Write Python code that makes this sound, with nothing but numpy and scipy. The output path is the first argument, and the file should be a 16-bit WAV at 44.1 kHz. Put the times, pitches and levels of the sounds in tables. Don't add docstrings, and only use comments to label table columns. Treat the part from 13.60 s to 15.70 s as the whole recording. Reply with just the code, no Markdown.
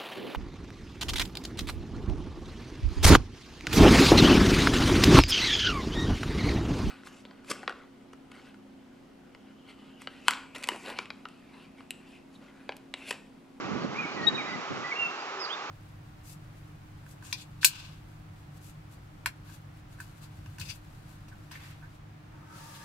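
import sys
import numpy as np
from scipy import signal
from scipy.fft import rfft, irfft
from scipy.io import wavfile
from scipy.ndimage import uniform_filter1d

SR = 44100
rng = np.random.default_rng(int(sys.argv[2]) if len(sys.argv) > 2 else 0)


def master(y):
    cut = np.clip(np.atleast_2d(y).T, -1, 1)
    pcm = np.round(cut * 32767)
    wavfile.write(sys.argv[1], SR, pcm.astype(np.int16))


N = 92610
SIDE_LAG_S = .00009


def undb(db):
    return 10 ** (np.asarray(db) / 20)


def unit(x):
    return x / np.sqrt(np.mean(np.abs(x) ** 2))


def over_hz(points):
    pitch_hz, values = np.array(points, float).T
    return np.interp(np.log(np.fft.rfftfreq(N, 1 / SR) + 1), np.log(pitch_hz), values)


def wander(rate_hz):
    hold = max(int(SR / rate_hz), 2)
    steps = rng.standard_normal(N)[np.arange(N) // hold]
    return unit(uniform_filter1d(uniform_filter1d(steps, hold), hold))


def delay(x, seconds):
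    hz = np.fft.rfftfreq(2 * N, 1 / SR)
    return irfft(rfft(x, 2 * N) * np.exp(-2j * np.pi * hz * seconds))[:N]


def place(x, pan_db, lag_s):
    return np.array([x * undb(pan_db / 2), delay(x, lag_s) * undb(-pan_db / 2)])


def distant_rush(gain_db=-37.87):
    # pitch_hz, relative_db
    spectrum = [(35, -64.5), (60, -38.5), (147, -19.5), (230, -16), (295, -9), (420, -8), (540, -8),
                (700, -6), (960, -4), (1230, 0), (1450, -4.5), (1750, -8), (2600, -10.5), (3250, -15.5),
                (5900, -21), (7200, -28), (7800, -37)]
    # pitch_hz, half_width_hz, level_db
    drones = [(395, 26, -55), (815, 23, -52)]
    # pitch_hz, likeness (0 to 1)
    likeness = [(100, 0.9), (300, 1), (1300, 0.96), (2400, 1), (3200, 0.5), (5500, 0.25), (8000, 0.3)]
    # pitch_hz, left_minus_right_db
    side_levels = [(300, 1.5), (700, 1), (1200, -2.5), (1900, -2.5), (3000, -5), (7000, -3.5)]
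    # pitch_hz, lead_radians
    left_lead = [(150, 0.16), (500, 0.59), (1100, 1.17), (2700, 1.59), (4500, 2.5), (6000, 0.35)]
    # time_s, change_db
    level_changes = [(0, -1), (.25, -1), (.275, -3.5), (0.359, -1.04), (0.801, 0.1), (1.5, 0), (2.1, -0.04)]
    hz = np.fft.rfftfreq(N, 1 / SR)
    bass_cut = np.minimum(hz / spectrum[0][0], 1) ** 2
    power = (unit(undb(over_hz(spectrum)) * bass_cut) * undb(gain_db)) ** 2
    for centre, width, db in drones:
        peak = 1 / (1 + ((hz - centre) / width) ** 2)
        power += (undb(db) * unit(peak)) ** 2
    alike = np.clip(over_hz(likeness), 0, 1)
    balance = undb(over_hz(side_levels) / 2)
    left, unrelated = rfft(rng.standard_normal((2, N)))
    right = alike * left * np.exp(-1j * over_hz(left_lead)) + np.sqrt(1 - alike ** 2) * unrelated
    swell = undb(np.interp(np.arange(N) / SR, *np.array(level_changes).T))
    return swell * irfft(np.sqrt(power) * np.array([left * balance, right / balance]), N)


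def breeze(flutter_db=1.5):
    # time_s, left_db, right_db
    gusts = np.array([(0, -41.5, -35), (.05, -39.5, -38), (0.089, -38.5, -32.5), (.23, -38, -32),
                      (.29, -39, -35.5), (.36, -43, -41), (.405, -32, -36), (.485, -57.5, -46),
                      (.55, -44, -39.5), (.60, -40, -35.5), (0.775, -39, -36.5), (0.851, -52, -41.5),
                      (.94, -39.5, -39.5), (1.088, -57, -53), (1.113, -36.5, -37), (1.19, -40, -39),
                      (1.25, -48, -45), (1.32, -61, -60.5), (1.46, -48.5, -46.5), (1.6, -72.5, -71)])
    # peak_time_s, half_length_s, left_db, right_db
    thumps = [(0.246, 0.011, -35, -30.5), (0.456, 0.006, -39, -35.5), (0.671, .009, -34, -32),
              (0.733, 0.0095, -42.5, -39.5), (1.114, .009, -32, -34)]
    # pitch_hz, relative_db
    spectrum = [(30, -46), (55, -28), (85, -12.5), (130, -2.5), (200, 1.5), (330, -0.5), (500, -7),
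                (900, -20.5), (2500, -65.5)]
    t, sides = np.arange(N) / SR, []
    colour = unit(undb(over_hz(spectrum)))
    for side in range(2):
        gust_db = np.interp(t, gusts[:, 0], gusts[:, 1 + side])
        force = undb(gust_db + flutter_db * wander(54.7))
        for at, width, *db in thumps:
            force += undb(db[side]) * np.exp(-((t - at) / width) ** 2)
        sides.append(irfft(rfft(force * rng.standard_normal(N)) * colour, N))
    return np.array(sides)


def whistle(notes, waver, flutter_db, fade_power=0.66, pointed=0.):
    t, out = np.arange(N) / SR, np.zeros(N)
    drift = 1 + waver * wander(260)
    flutter = undb(flutter_db * wander(150))
    for start, length, first, middle, last, db in notes:
        on = (t > start) & (t < start + length)
        progress = (t[on] - start) / length
        bend = [0, .5, 1], [first, middle, last]
        round_hz = np.polyval(np.polyfit(*bend, 2), progress)
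        hz = ((1 - pointed) * round_hz + pointed * np.interp(progress, *bend)) * drift[on]
        swell = np.sin(np.pi * progress) ** fade_power
        out[on] += undb(db) * swell * np.sin(2 * np.pi * np.cumsum(hz) / SR)
    return np.sqrt(2) * out * flutter


def branches(x, count=40, fade_s=.11):
    distance, direction, flip = rng.random((count, 3)).T
    delay_s = 0.002036 + distance * fade_s / 3
    size = undb(-60 * delay_s / fade_s)
    gains = size * np.sign(flip - .5) / np.sqrt(np.sum(size ** 2))
    echoes = np.zeros((2, SR))
    for side in range(2):
        arrival_s = delay_s + side * 2 * SIDE_LAG_S * direction
        np.add.at(echoes[side], (arrival_s * SR).astype(int), gains)
    return np.array([signal.fftconvolve(x, echo)[:N] for echo in echoes])


def trees(x, fade_s, build_s=0.027):
    t = np.arange(SR) / SR
    tail = (1 - np.exp(-t / build_s)) * np.exp(-np.log(1000) * t / fade_s)
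    echoes = rng.standard_normal((2, SR)) * tail / np.sqrt(np.sum(tail ** 2))
    return np.array([signal.fftconvolve(x, echo)[:N] for echo in echoes])


def far_bird(song, pan_db, smear_db, tail_db, fade_s):
    smear = undb(smear_db + np.array([[pan_db], [-pan_db]]) / 2) * branches(song)
    return place(song, pan_db, SIDE_LAG_S) + smear + undb(tail_db) * trees(song, fade_s)


def thin_chirps():
    # start_s, length_s, start_hz, top_hz, end_hz, level_db
    notes = [(.200, 0.051, 4100, 4660, 3730, -50.5), (.512, 0.058, 4120, 4680, 3970, -55),
             (.614, 0.051, 3850, 4500, 3810, -49.5), (.888, 0.054, 4480, 4870, 4460, -50.5),
             (1.245, 0.074, 4350, 4730, 4380, -58), (1.582, 0.058, 4450, 4920, 4250, -51)]
    song = whistle(notes, waver=0.0046, flutter_db=3.8, pointed=.7)
    return far_bird(song, pan_db=8, smear_db=-10, tail_db=-11, fade_s=.4)


def mellow_phrase():
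    # start_s, length_s, start_hz, middle_hz, end_hz, level_db
    notes = [(.348, .040, 2073, 2310, 2390, -41.5), (.370, 0.05, 2374, 2450, 2434, -33),
             (.420, 0.037, 2380, 2283, 2110, -37), (.560, .075, 1958, 1946, 1780, -41.5),
             (.612, 0.098, 1896, 1857, 1794, -36.5), (.772, 0.048, 2480, 2354, 2000, -35.5),
             (.855, 0.0947, 2080, 2014, 2004, -43), (.908, 0.06, 2001, 2007, 1870, -40),
             (1.238, 0.036, 1973, 1954, 2040, -36.5), (1.278, 0.052, 1967, 2005, 2050, -40),
             (1.312, 0.022, 2340, 2278, 2110, -32)]
    song = whistle(notes, waver=0.012, flutter_db=1.5)
    return far_bird(song, pan_db=-3, smear_db=-6, tail_db=-7, fade_s=1)


def close_pip(octave_db=-45):
    # start_s, length_s, start_hz, middle_hz, end_hz, level_db
    notes = [(0.6673, 0.026, 3780, 3809, 3848, -18.5)]
    # delay_s, level_db, left_minus_right_db
    bank_echoes = [(.010, -15, -10.5), (.0765, -17, -7.5), (.105, -22.5, 5), (.121, -28, 1),
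                   (.141, -28.5, -7), (.190, -27, 2.5), (.228, -33, 6)]
    pip = whistle(notes, waver=0.001, flutter_db=1.5, fade_power=0.71)
    octave = [(start, length, 2 * first, 2 * middle, 2 * last, db + octave_db)
              for start, length, first, middle, last, db in notes]
    direct = place(pip + whistle(octave, waver=0.0047, flutter_db=5), pan_db=8.5, lag_s=0)
    echoes = sum(place(delay(pip, late) * undb(db), pan, SIDE_LAG_S) for late, db, pan in bank_echoes)
    return direct + undb(-22.5) * branches(pip) + echoes + undb(-20) * trees(pip, fade_s=1.15)


def held_note():
    # start_s, length_s, start_hz, middle_hz, end_hz, level_db
    throbs = [(1.352, 0.032, 2570, 2783, 2750, -36), (1.380, 0.038, 2761, 2772, 2690, -32.5),
              (1.398, 0.047, 2780, 2750, 2728, -29.5), (1.443, 0.032, 2715, 2700, 2714, -31),
              (1.477, 0.026, 2725, 2720, 2735, -37)]
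    song = whistle(throbs, waver=.003, flutter_db=1.5)
    return far_bird(song, pan_db=-5, smear_db=-11.5, tail_db=-14, fade_s=1)


def low_tone():
    # start_s, length_s, start_hz, middle_hz, end_hz, level_db
    notes = [(1.745, 0.082, 398.4, 388.6, 386, -47.5)]
    return whistle(notes, waver=0.0091, flutter_db=3.5)


def falling_slur():
    # start_s, length_s, start_hz, middle_hz, end_hz, level_db
    notes = [(1.792, 0.082, 5150, 4865, 4670, -42), (1.840, .020, 4870, 4420, 3750, -41)]
    song = whistle(notes, waver=0.0201, flutter_db=0)
    return far_bird(song, pan_db=-11, smear_db=-6, tail_db=-7.5, fade_s=0.42)


def rising_call():
    # start_s, length_s, start_hz, middle_hz, end_hz, level_db
    notes = [(1.889, .068, 2707, 3470, 3610, -39.5)]
    song = whistle(notes, waver=0.016, flutter_db=1.2, fade_power=0.36)
    return far_bird(song, pan_db=-8.5, smear_db=-4.5, tail_db=-15.5, fade_s=.3)


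def scene():
    birds = mellow_phrase() + held_note() + falling_slur() + rising_call() + thin_chirps() + close_pip()
    return birds + distant_rush() + breeze() + low_tone()


def record(dry):
    top_hz = 7750
    return signal.sosfilt(signal.ellip(10, .2, 70, top_hz, fs=SR, output="sos"), dry)


dry = scene()
out = record(dry)
master(out)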